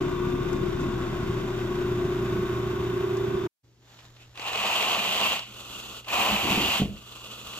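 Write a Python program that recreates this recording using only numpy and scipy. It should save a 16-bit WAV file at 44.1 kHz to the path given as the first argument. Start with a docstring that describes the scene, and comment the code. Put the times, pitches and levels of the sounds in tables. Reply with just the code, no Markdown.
"""A throbbing electric hum over rumble and hiss: an orbital floor machine scrubs a carpet, and every small
circle (orbit) of its pad loads the motor. The scene changes abruptly, and a short silence follows. Then, in a
faintly humming room, a hand rake is twice pushed through the carpet (a loud rasp of bristles catching and
flicking free) and drawn back (softly). On the second push its head rubs along a sofa and knocks at the far end."""
import sys
import numpy as np
from scipy import signal
from scipy.fft import rfft, irfft, next_fast_len
from scipy.io import wavfile
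from scipy.ndimage import uniform_filter1d

SR = 44100
rng = np.random.default_rng(int(sys.argv[2]) if len(sys.argv) > 2 else 0)


def put_to_file(sound):
    """Save the sound as 16-bit audio at rate SR, in the file named by the first command-line argument."""
    columns = np.atleast_2d(sound).T  # one column per channel
    safe = np.clip(columns, -1, 1)
    whole_steps = np.round(safe * 32767)
    wavfile.write(sys.argv[1], SR, whole_steps.astype(np.int16))


N = 334719
TIME = np.arange(N) / SR
MACHINE_START_S, MACHINE_END_S, RAKE_START_S, RAKE_HELD_S = 0.012, 3.466, 3.645, 3.92
MAINS_HZ, ORBIT_HZ, ORBIT_PEAK_S = 59.98, 29.45, 3.008

# Forward strokes of the rake: start_s, end_s, attack_s, release_db_per_s, rasp_db, head_db,
# head_fade_db_per_s, flex_db, handle_db, tip_hiss_db, hiss_growth_db_per_s
RAKE_PUSHES = [(4.336, 5.336, 0.36, 150, -29.5, -31.5, 2.5, -47.5, -56, -45, 4.5),
               (6.058, 6.787, 0.1, 226, -29, -29.5, 7, -44.5, -48, -44, 0)]
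# Light touches as the rake is set in place: middle_s, half_length_s, rustle_db, rasp_db, handle_db
LIGHT_BRUSHES = [(3.91, .015, -75, -72, -57), (3.96, 0.092, -63, -70, -82), (4.06, 0.03, -70, -80, -59),
                 (4.225, 0.034, -64, -58, -71)]
# Bumps of the rake head: start_s, level_db, contact_s, handle_shudder_db
HEAD_KNOCKS = [(6.509, -22.5, .001, -50), (6.577, -19.5, 0.00085, -38), (6.797, -15, .005, -56),
               (6.818, -10.5, 0.0017, -29), (6.853, -19, .004, -32), (6.910, -30, 0.0056, -62),
               (6.935, -37, .005, -64)]


def from_db(db):
    """Turn decibels into a gain to multiply by."""
    return 10 ** (np.asarray(db) / 20)


def unit_power(x):
    """Scale a signal to an average power of one."""
    return x / np.sqrt(np.mean(x ** 2) + 1e-20)


def curves(rows):
    """Join rows of (time, values...) with straight lines: one curve for each value column."""
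    times, *columns = np.transpose(rows)
    return [np.interp(TIME, times, column) for column in columns]


def between(start, end, fade_s):
    """One from start to end, fading to zero just outside."""
    return np.clip((TIME - start) / fade_s + 1, 0, 1) * np.clip((end - TIME) / fade_s + 1, 0, 1)


def ramp(start, length_s):
    """Rise evenly from zero to one, then stay."""
    return np.clip((TIME - start) / length_s, 0, 1)


def stroke(start, end, attack_s, release_db_per_s):
    """Gain of one movement: it builds up, holds, and dies away after the end."""
    return ramp(start, attack_s) * from_db(-release_db_per_s * np.clip(TIME - end, 0, 1))


def swell(middle_s, half_length_s):
    """A bell-shaped rise and fall of height one."""
    return np.exp(-np.minimum(((TIME - middle_s) / half_length_s) ** 2, 20))


def swells(rows):
    """Add up bell-shaped events: one gain curve for each level column."""
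    return sum(from_db(levels_db)[:, None] * swell(middle, half) for middle, half, *levels_db in rows)


def bursts(rows, rise_s=0.0012):
    """Gain of short clicks: each jumps up, then falls 60 dB in its decay time."""
    gain = np.zeros(N)
    for start, db, decay_s in rows:
        live = (TIME > start) & (TIME < start + 0.5)
        age = TIME[live] - start
        gain[live] += from_db(db) * np.minimum(age / rise_s, 1) * np.exp(-np.log(1000) * age / decay_s)
    return gain


def drift(rate_hz):
    """A smooth random wander of about plus or minus one; a higher rate wanders faster."""
    hz = np.fft.rfftfreq(8192, 1 / 1000)
    slow = irfft(rfft(rng.standard_normal(8192)) / (1 + (hz / rate_hz) ** 2))
    return np.interp(TIME * 1000, np.arange(len(slow)), unit_power(slow))


def tone(hz, waver, rate_hz):
    """A sine of power one whose strength and phase waver by chance."""
    angle = 2 * np.pi * hz * TIME
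    wave = (1 + waver * drift(rate_hz)) * np.cos(angle) + waver * drift(rate_hz) * np.sin(angle)
    return np.sqrt(2 / (1 + 2 * waver ** 2)) * wave


def panned(x, left_db):
    """Make a sound louder on the left than on the right by left_db."""
    return x * from_db(np.array([[0.5], [-0.5]]) * left_db)


def colour(x, spectrum):
    """Filter by rows of (pitch_hz, level_db), turning down whatever lies beyond them."""
    size = next_fast_len(N + SR // 10)
    hz, db = np.transpose(spectrum)
    log_hz = np.log(np.fft.rfftfreq(size, 1 / SR) + 1)
    outline_db = np.interp(log_hz, np.log(hz), db, left=db[0] - 12, right=db[-1] - 30)
    return irfft(rfft(x, size) * from_db(outline_db), size)[..., :N]


def in_room(pair, spectrum):
    """Turn two noises into direct and scattered sound in stereo; the spectrum sets only the colour."""
    # How the room spreads sound between the ears: pitch_hz, scattered_db, left_early_db, left_louder_db
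    stereo_spread = [(55.7, -8, -38, 0.5), (130, -13.5, -19, -2.5), (220, -14.5, -15.5, -1.5),
                     (400, -11.5, -18, 0.5), (756, -8, -11.5, -0.5), (1200, -6.5, -9.5, 3.5),
                     (1710, -1, -36, -0.5), (2650, -5, -1, -0.4), (4520, -1.5, -2.5, -3),
                     (8000, .5, -20, -1), (15470, 0, -30.5, -3.5)]
    hz, scattered_db, early_db, left_db = np.transpose(stereo_spread)
    direct, scattered = colour(pair, spectrum)
    direct = unit_power(direct)
    # reaching the left ear first leaves a side signal a quarter cycle ahead
    ahead = -signal.hilbert(direct, next_fast_len(N)).imag[:N]
    side = colour(unit_power(scattered), np.c_[hz, scattered_db]) + colour(ahead, np.c_[hz, early_db])
    left = colour(direct + side, np.c_[hz, left_db / 2])
    right = colour(direct - side, np.c_[hz, -left_db / 2])
    return np.array([left, right])


def noise(spectrum):
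    """Smooth stereo noise of a given colour."""
    return in_room(rng.standard_normal((2, N)), spectrum)


def flicks(spectrum, per_s, spread_db, clump_db):
    """Bristles catch on tufts and flick free at random, in clumps, over smooth sliding."""
    happens = rng.random(N) < per_s / SR
    sizes = from_db(spread_db * np.minimum(rng.exponential(1, N), 4))
    snaps = unit_power(happens * sizes * rng.standard_normal((2, N)))
    sliding = 1.41 * rng.standard_normal((2, N))
    return in_room((snaps + sliding) * from_db(clump_db * drift(45)), spectrum)


def motor_drone():
    """Magnetic hum at six times the mains rate; each orbit loads the motor and makes it throb."""
    # The housing's drone, carried by the room's standing waves: time_s, level_db, left_louder_db
    drone_path = [(0.0, -30.5, 5), (0.3, -31, 7), (0.66, -35, 15), (1.1, -36, 7.5), (1.58, -34, 4.5),
                  (1.68, -30.5, 3.5), (2.04, -29.5, 2), (2.36, -31.5, 0.5), (2.66, -31.5, -1),
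                  (2.85, -29.5, -0.5), (3.3, -30, -2), (3.44, -30, -2)]
    # Tones beside the drone that make the throb: offset_in_orbit_rates, full_throb_db
    side_tones = [(-2, -19.5), (1, -0.5), (2, -16), (3, -25)]
    level_db, left_db = curves(drone_path)
    # as the machine moves on, the throb deepens and the left ear's lead falls
    depth = (0.3 + 0.18 * TIME) * from_db(1.7 * drift(3.8))
    lead_rad = 0.95 - 0.47 * TIME
    turns = ORBIT_HZ * (TIME - ORBIT_PEAK_S) + 0.041 * drift(12)
    throb = 1 + depth * sum(from_db(db) * np.exp(2j * np.pi * k * turns) for k, db in side_tones)
    load = from_db(1.25 * drift(20))   # the carpet drags unevenly
    angle = 2 * np.pi * 6 * MAINS_HZ * TIME + np.array([lead_rad, -lead_rad]) / 2
    drone = np.sqrt(2) * np.real(load * throb * np.exp(1j * angle))
    return panned(from_db(level_db - 1) * drone, left_db)


def motor_hum():
    """A low magnetic hum at twice the mains rate, and a deep shake at the orbit rate."""
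    # Strength of the motor's low tones: time_s, hum_db, shake_db
    levels = [(0, -62, -43), (.5, -45, -39.5), (.8, -41.5, -40.5), (1.3, -34.5, -42), (2.0, -38.5, -45),
              (2.7, -36, -49), (3.1, -37, -57), (3.4, -38, -55)]
    hum_db, shake_db = curves(levels)
    hum = from_db(hum_db) * tone(2 * MAINS_HZ, waver=0.05, rate_hz=8)
    shake = from_db(shake_db) * tone(ORBIT_HZ, waver=0.05, rate_hz=3)
    return hum + shake


def motor_whine():
    """Fan and bearings whine, most at the start and less midway; higher tones waver faster."""
    # Fan and bearing tones: pitch_hz, level_db, early_extra_db, waver_share
    whine_tones = [(449.5, -61, 9, 1.3), (479.8, -63, 0, .3), (509.5, -66, 6, .4), (656, -58.5, -3, .7),
                   (913, -63, 1, .4), (973, -57, 4.5, .3), (1062, -57.5, 1, .8), (1088, -52, 4.5, .55),
                   (1110, -52.5, 2.5, .7), (1181, -56, 7.5, .25), (1303, -63, 1, .5), (1470, -59, -1, 1),
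                   (1510, -59, -3, 1.5), (2396, -66.5, 3, .3), (2649, -64.5, 1, .3), (3530, -67.5, 6, .3),
                   (3546, -69.5, 4, .35), (3570, -69, 3, .3)]
    overall_db = 2.3 - 4.5 * swell(1.4, 0.7)
    early = swell(0.25, 0.5)
    whine = 0
    for hz, db, extra_db, waver in whine_tones:
        ears = np.array([tone(hz, waver, rate_hz=0.0035 * hz) for ear in "LR"])
        whine += from_db(db + overall_db + extra_db * early) * ears
    return panned(whine, left_db=1.5)


def pad_wobble():
    """The pad wobbles, adding unsteady tones that beat against the drone."""
    # Tones beside the drone: offset_in_orbit_rates, level_db
    beats = [(-1.5, -50), (-1, -45), (-.5, -50.5), (.5, -47.5), (1.5, -57)]
    return sum(from_db(db) * tone(6 * MAINS_HZ + k * ORBIT_HZ, waver=0.7, rate_hz=2.5) for k, db in beats)


def orbit_pulse():
    """Swings between plus and minus one, once in every orbit."""
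    return np.cos(2 * np.pi * ORBIT_HZ * (TIME - ORBIT_PEAK_S))


def pad_rumble(pad_hz=29.22):
    """The off-centre pad, lagging the motor a little, drags on the carpet and rattles the frame."""
    # Drag of the pad: time_s, level_db
    drag = [(0.04, -34), (0.55, -33), (0.85, -33.5), (1.7, -37), (2.01, -34.5), (3.03, -37.5), (3.06, -43),
            (3.32, -34.5), (3.42, -37.5)]
    # Frame tones, repeating every second turn: pad_rate_multiple, level_db, early_extra_db
    frame_tones = [(1.5, -57.5, -5), (2, -47, -3), (2.5, -47.5, 0.5), (3, -48, -8.5), (3.5, -57, 8),
                   (4, -46, -8), (4.5, -46, 6), (5, -46.5, -5.5), (5.5, -52.5, 8.5), (6, -46.5, -3),
                   (6.5, -54, -2.5), (7, -46.5, 4), (7.5, -55, 5), (8, -56.5, -1), (8.5, -52.5, -5.5),
                   (9, -50.5, 9), (10.5, -53.5, 7)]
    # Colour of the rumble: pitch_hz, level_db
    rumble_colour = [(20, -15), (50, -7), (100, -3), (135, -1), (185, -0.5), (215, -1), (260, -0.5),
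                     (283, -9.5), (325, 1), (375, 1), (420, -12), (490, -16.5), (700, -58.5)]
    drag_db, = curves(drag)
    uneven_db = drag_db + drift(5.1)
    early = swell(0, 1.04)
    rattle = sum(from_db(db + extra_db * early) * tone(k * pad_hz, waver=0.085 * k, rate_hz=2.3)
                 for k, db, extra_db in frame_tones)
    frame = rattle * from_db(uneven_db - np.mean(drag_db[TIME < MACHINE_END_S]))
    return frame + from_db(uneven_db - 0.6 + 0.38 * orbit_pulse()) * noise(rumble_colour)


def pad_scrub():
    """The pad scrubs the carpet and its fibres hiss, a little harder once in every orbit."""
    # Scrubbing as the machine is pushed on, then slows: time_s, scrub_db, hiss_db
    levels = [(0, -40, -72), (.25, -41, -65), (.9, -40, -68.5), (2.35, -40, -61), (2.85, -40, -62.5),
              (3.15, -41, -62.5), (3.43, -41.5, -67)]
    # Sweeps over longer fibres: middle_s, half_length_s, extra_db
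    swishes = [(0.82, 0.034, 0.8), (1.6, 0.022, 1.5), (3.405, 0.0055, -1), (3.444, 0.006, 1.5)]
    # Colour of the scrubbing: pitch_hz, level_db
    scrub_colour = [(300, 6), (480, -0.5), (680, 1.5), (850, -2.5), (1100, 4), (1290, -2.5), (1490, 2.5),
                    (1720, -7.5), (2030, -5.5), (2220, -9.5), (2620, -7), (2800, -9.5), (3250, -10.5),
                    (3560, -11), (3740, -9), (3830, -14), (4100, -19), (7300, -21), (9000, -34.5),
                    (13000, -29), (18000, -38)]
    # Colour of the fibres' fine hiss: pitch_hz, level_db
    hiss_colour = [(9000, -17), (11000, -5), (12500, 0), (15500, -0.5), (18000, 3.5)]
    scrub_db, hiss_db = curves(levels)
    swish_db = sum(db * swell(middle, half) for middle, half, db in swishes)
    catch_db = 0.5 * orbit_pulse() + 0.5 * drift(18) + swish_db
    scrub = from_db(scrub_db + catch_db) * flicks(scrub_colour, per_s=4000, spread_db=1, clump_db=0.5)
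    return scrub + from_db(hiss_db + catch_db) * noise(hiss_colour)


def grit_clicks():
    """Bits of grit click against the machine's plate."""
    # Hits of grit: start_s, level_db, decay_s
    clicks = [(0.529, -43, 0.025), (0.805, -49.5, .09), (3.169, -45.5, .04)]
    # Colour of a click: pitch_hz, level_db
    click_colour = [(2000, -14), (4500, -3), (6800, -1), (9000, -16), (16000, -22)]
    return bursts(clicks) * noise(click_colour)


def room_tone():
    """The room's mains hum comes up and holds, over low rumble and faint air noise."""
    # Colour of the room's rumble: pitch_hz, level_db
    rumble_colour = [(20, -6), (35, 4), (60, -5), (100, -17), (200, -33)]
    # Colour of the air noise: pitch_hz, level_db
    air_colour = [(25, -1), (70, -0.5), (200, -12), (330, -5), (600, -18), (1500, -23.5), (7000, -27),
                  (9000, -44), (18000, -36)]
    hum = from_db(-62 + 6 * ramp(3.91, 0.2)) * tone(119.7, waver=0.024, rate_hz=3)
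    rumble = from_db(-54.5) * ramp(3.96, 0.15) * noise(rumble_colour)
    return hum + rumble + from_db(-64.5) * noise(air_colour)


def bristle_rustle():
    """The bristles stir as the rake is set in place and held ready."""
    # Colour of settling bristles: pitch_hz, level_db
    rustle_colour = [(150, 9), (300, 3.5), (700, 3), (1750, 1), (2100, -3), (2450, -3), (2850, -3),
                     (3650, 0.5), (4500, -5.5), (6300, -7), (7200, -4), (8800, -27), (12500, -15),
                     (18000, -26)]
    touches, _, _ = swells(LIGHT_BRUSHES)
    held = from_db(-62.5) * between(RAKE_HELD_S, RAKE_PUSHES[0][0], fade_s=0.16)
    return (touches + held) * flicks(rustle_colour, per_s=2100, spread_db=4, clump_db=1)


def push_gains():
    """How hard the pushes drive the bristles, the head, its flexing and the handle."""
    rasp = head = flex = handle = 0
    for start, end, attack, release, rasp_db, head_db, fade, flex_db, handle_db, _, _ in RAKE_PUSHES:
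        progress = ramp(start, end - start)
        age_s, to_go_s = progress * (end - start), (1 - progress) * (end - start)
        ease_db = np.sin(np.pi * progress) ** 2   # the arm bears down hardest at both ends
        speed = stroke(start, end, attack, release)
        head_motion = stroke(start, end, attack, release * 1.21)   # quiet sooner than the bristles
        rasp += speed * from_db(rasp_db - ease_db)
        head += head_motion * from_db(head_db - 0.09 * ease_db - fade * age_s)
        flex += speed * from_db(flex_db - 7 * to_go_s)   # grows as the arm stretches out
        handle += speed * from_db(handle_db)
    return rasp, head, flex, handle


def pull_gain():
    """Drawn back, the rake grows louder as it comes nearer."""
    # Backward strokes: start_s, end_s, attack_s, end_level_db, growth_db_per_s
    pulls = [(5.41, 5.97, 0.2, -43.5, 2.5), (6.697, 7.59, 0.46, -42.5, 9.5)]
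    return sum(stroke(start, end, attack, release_db_per_s=142)
               * from_db(db - growth * np.clip(end - TIME, 0, 1))
               for start, end, attack, db, growth in pulls)


def rake_body():
    """The head flexes and the handle shudders as the bristles stick and slip, and after each knock."""
    # The head catches on the carpet: middle_s, half_length_s, flex_db, handle_db
    judders = [(4.66, .03, -49, -65), (4.99, 0.026, -41, -65), (5.09, 0.044, -43, -65),
               (5.245, 0.04, -38, -65), (6.2, 0.018, -38.5, -55), (6.315, 0.047, -35.5, -38),
               (7.32, 0.045, -55, -62)]
    # Colour of the flexing head: pitch_hz, level_db
    flex_colour = [(90, -12), (160, -14.5), (205, 8.5), (245, -7.5), (300, -7.5), (400, -11), (700, -16)]
    # Colour of the handle's rumble: pitch_hz, level_db
    handle_colour = [(20, -8), (45, 15), (80, 1.5), (140, 2), (220, -19), (400, -45)]
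    _, _, push_flex, push_handle = push_gains()
    judder_flex, judder_handle = swells(judders)
    _, _, brush_handle = swells(LIGHT_BRUSHES)
    pull = pull_gain()
    held = from_db(-70) * ramp(RAKE_HELD_S, 0.2)
    knock_flex = knock_handle = 0
    for start, db, _, shudder_db in HEAD_KNOCKS:
        jolt = stroke(start, start, attack_s=0.024, release_db_per_s=177)
        knock_flex += from_db(db - 21.5) * jolt
        knock_handle += from_db(shudder_db) * jolt
    # unrelated shakes add up by power
    flex = np.linalg.norm([push_flex, judder_flex, from_db(-14.5) * pull, knock_flex], axis=0)
    handle = np.linalg.norm(
        [push_handle, judder_handle, brush_handle, held, from_db(-16) * pull, knock_handle], axis=0)
    grip = from_db(1.5 * drift(9))
    return grip * (flex * noise(flex_colour) + handle * noise(handle_colour))


def bristle_rasp(ring_rise=0.053, ring_top_hz=4500):
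    """Flicking bristles ring, higher as the rake tilts along a push."""
    # Colour of the rasp: pitch_hz, level_db
    rasp_colour = [(1200, -8), (1650, -15.5), (1850, -9), (2250, -7), (2620, 3), (3030, -1), (3400, -7),
                   (3850, -10.5), (4450, -13), (5200, -19.5), (7400, -16), (8700, -26), (10500, -35.5),
                   (18000, -50)]
    tilt = sum(ramp(start, end - start) * between(start, end, fade_s=0.28)
               for start, end, *_ in RAKE_PUSHES)
    tilt = np.clip(np.clip(tilt, 0, 1) + 0.3 * drift(12), 0, 1)   # the head also rocks in the hand
    rasp = 0
    for share, pitch_ratio in [(1 - tilt, 1 - ring_rise / 2), (tilt, 1 + ring_rise)]:
        shifted = [(hz * pitch_ratio if hz < ring_top_hz else hz, db) for hz, db in rasp_colour]
        rasp += np.sqrt(share) * flicks(shifted, per_s=2600, spread_db=2, clump_db=0.5)
    return rasp


def bristle_snaps():
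    """Single bristles snap free with a tick."""
    # Snaps: start_s, level_db, decay_s
    snaps = [(3.988, -51, 0.18), (4.163, -52, 0.072), (4.355, -43.5, .03), (4.374, -36.5, 0.033),
             (4.395, -32, 0.029), (4.417, -35, .03), (4.532, -28, 0.022), (4.556, -24, .022),
             (4.657, -31, 0.018), (4.825, -22, 0.026), (5.039, -36, 0.015), (5.392, -25, 0.023),
             (6.044, -43, 0.046), (6.083, -31.5, 0.04), (6.138, -25, 0.021), (6.816, -36, 0.021),
             (6.963, -45, 0.036), (7.049, -54, 0.021), (7.17, -54, 0.043), (7.302, -45, 0.023),
             (7.534, -37, 0.027)]
    # Colour of a snap: pitch_hz, level_db
    snap_colour = [(300, 2.5), (1000, 1), (1700, 0), (2800, 6), (4500, -3), (7000, -11), (9000, -21),
                   (18000, -27)]
    return bursts(snaps) * noise(snap_colour)


def tip_hiss():
    """The bristle tips hiss through the carpet on a push, and are the first to stop sliding."""
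    # Colour of the hiss: pitch_hz, level_db
    hiss_colour = [(8000, -14), (9000, -12), (10500, -7), (12500, 1), (15500, 0), (18000, -2)]
    gain = sum(stroke(start, end, attack, release * 1.3) * from_db(db - growth * np.clip(end - TIME, 0, 1))
               for start, end, attack, release, *_, db, growth in RAKE_PUSHES)
    return gain * flicks(hiss_colour, per_s=2600, spread_db=0, clump_db=0.5)


def rake_strokes():
    """Pushed bristles dig in, rasp and shake the head; drawn back, they trail lightly."""
    # Colour of the stiff head shaken by the bristles: pitch_hz, level_db
    head_colour = [(150, -32), (330, -10.5), (520, -7), (740, 0.5), (900, -2.5), (1100, 0), (1300, -8),
                   (1600, -14.5), (2400, -29), (5000, -46)]
    # Colour of trailing bristles sounding the hollow head: pitch_hz, level_db
    pull_colour = [(200, -7.5), (450, -5.5), (870, -10), (1170, -3), (1450, -7.5), (1620, -18), (2280, -18),
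                   (2560, -5), (2830, -0.5), (3120, -7), (3400, -4), (3700, -10), (4450, -12.5),
                   (5100, -19.5), (7300, -13), (9000, -27), (13000, -22.5), (18000, -23)]
    # Surges as the bristles bite into thicker tufts: middle_s, extra_db
    bites = [(4.48, 3), (4.67, 1.5), (4.755, 2.5), (5.2, 1.5), (5.26, 2.5), (5.63, 0.5), (5.79, 1),
             (5.91, 2), (6.135, 2.5), (6.225, 2.5), (6.27, 2.3), (6.33, 2), (6.73, 0.5), (7.185, 0.5),
             (7.31, 2), (7.53, 0)]
    rasp_gain, head_gain, _, _ = push_gains()
    _, scuff_gain, _ = swells(LIGHT_BRUSHES)
    catching = from_db(0.7 * drift(19))
    rasp = (rasp_gain + scuff_gain) * bristle_rasp()
    head = head_gain * flicks(head_colour, per_s=2500, spread_db=1.5, clump_db=1)
    trailing = pull_gain() * from_db(1.33 * drift(19))
    pull = trailing * flicks(pull_colour, per_s=5000, spread_db=-0.5, clump_db=-0.85)
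    surge = from_db(sum(db * swell(middle, half_length_s=0.019) for middle, db in bites))
    return surge * (catching * (rasp + head + tip_hiss()) + pull)


def sofa_rub(level_db=-32, steady_s=0.025):
    """A dull, unbroken judder: the rake head slips along the sofa with nearly constant force."""
    # Colour of the rub: pitch_hz, level_db
    rub_colour = [(24, -40), (40, -10), (110, -4), (180, -3), (290, 0.5), (350, 3), (400, -8), (480, -7),
                  (620, -40), (1060, -120)]
    contact = stroke(6.425, 6.655, attack_s=0.015, release_db_per_s=232)
    slips = noise(rub_colour)
    power = uniform_filter1d(np.mean(slips ** 2, axis=0), size=int(steady_s * SR))
    return from_db(level_db) * contact * slips / np.sqrt(power + 1e-9)


def head_knocks(dull_above_hz=350):
    """The head bumps and rebounds, ringing the same tones each time; padding dulls the high ones."""
    # Ringing tones of head and handle: pitch_hz, level_db, decay_s (time to fall 60 dB)
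    rake_tones = [(50.7, -32, 0.46), (151, -12, 0.12), (206.4, 0, 0.093), (268, -17, 0.07),
                  (410, -13, 0.061), (716, -16, 0.057)]
    knocks = np.zeros(N)
    for start, db, contact_s, _ in HEAD_KNOCKS:
        live = (TIME > start) & (TIME < start + 0.5)
        age = TIME[live] - start
        for hz, tone_db, decay_s in rake_tones:
            cushion = 1 / np.hypot(1, max(hz - dull_above_hz, 0) * contact_s)
            envelope = np.minimum(age / contact_s, 1) * np.exp(-np.log(1000) * age / decay_s)
            knocks[live] -= from_db(db + tone_db) * cushion * envelope * np.sin(2 * np.pi * hz * age)
    return panned(knocks, left_db=-1.3)


def scene():
    """The machine, a short silence, then the rake, all over a very faint hiss."""
    machine = motor_drone() + motor_hum() + motor_whine()
    machine += pad_wobble() + pad_rumble() + pad_scrub() + grit_clicks()
    machine *= between(MACHINE_START_S, MACHINE_END_S, fade_s=0.009)
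    raking = room_tone() + bristle_rustle() + rake_body() + rake_strokes() + sofa_rub() + head_knocks()
    raking *= between(RAKE_START_S, N / SR, fade_s=0.015)
    return machine + raking + bristle_snaps() + from_db(-88) * rng.standard_normal((2, N))


def record(dry):
    """Cut off the highest treble steeply."""
    cutoff_hz = 15700
    return signal.sosfilt(signal.ellip(16, 0.1, 90, cutoff_hz, fs=SR, output="sos"), dry)


dry = scene()
out = record(dry)
put_to_file(out)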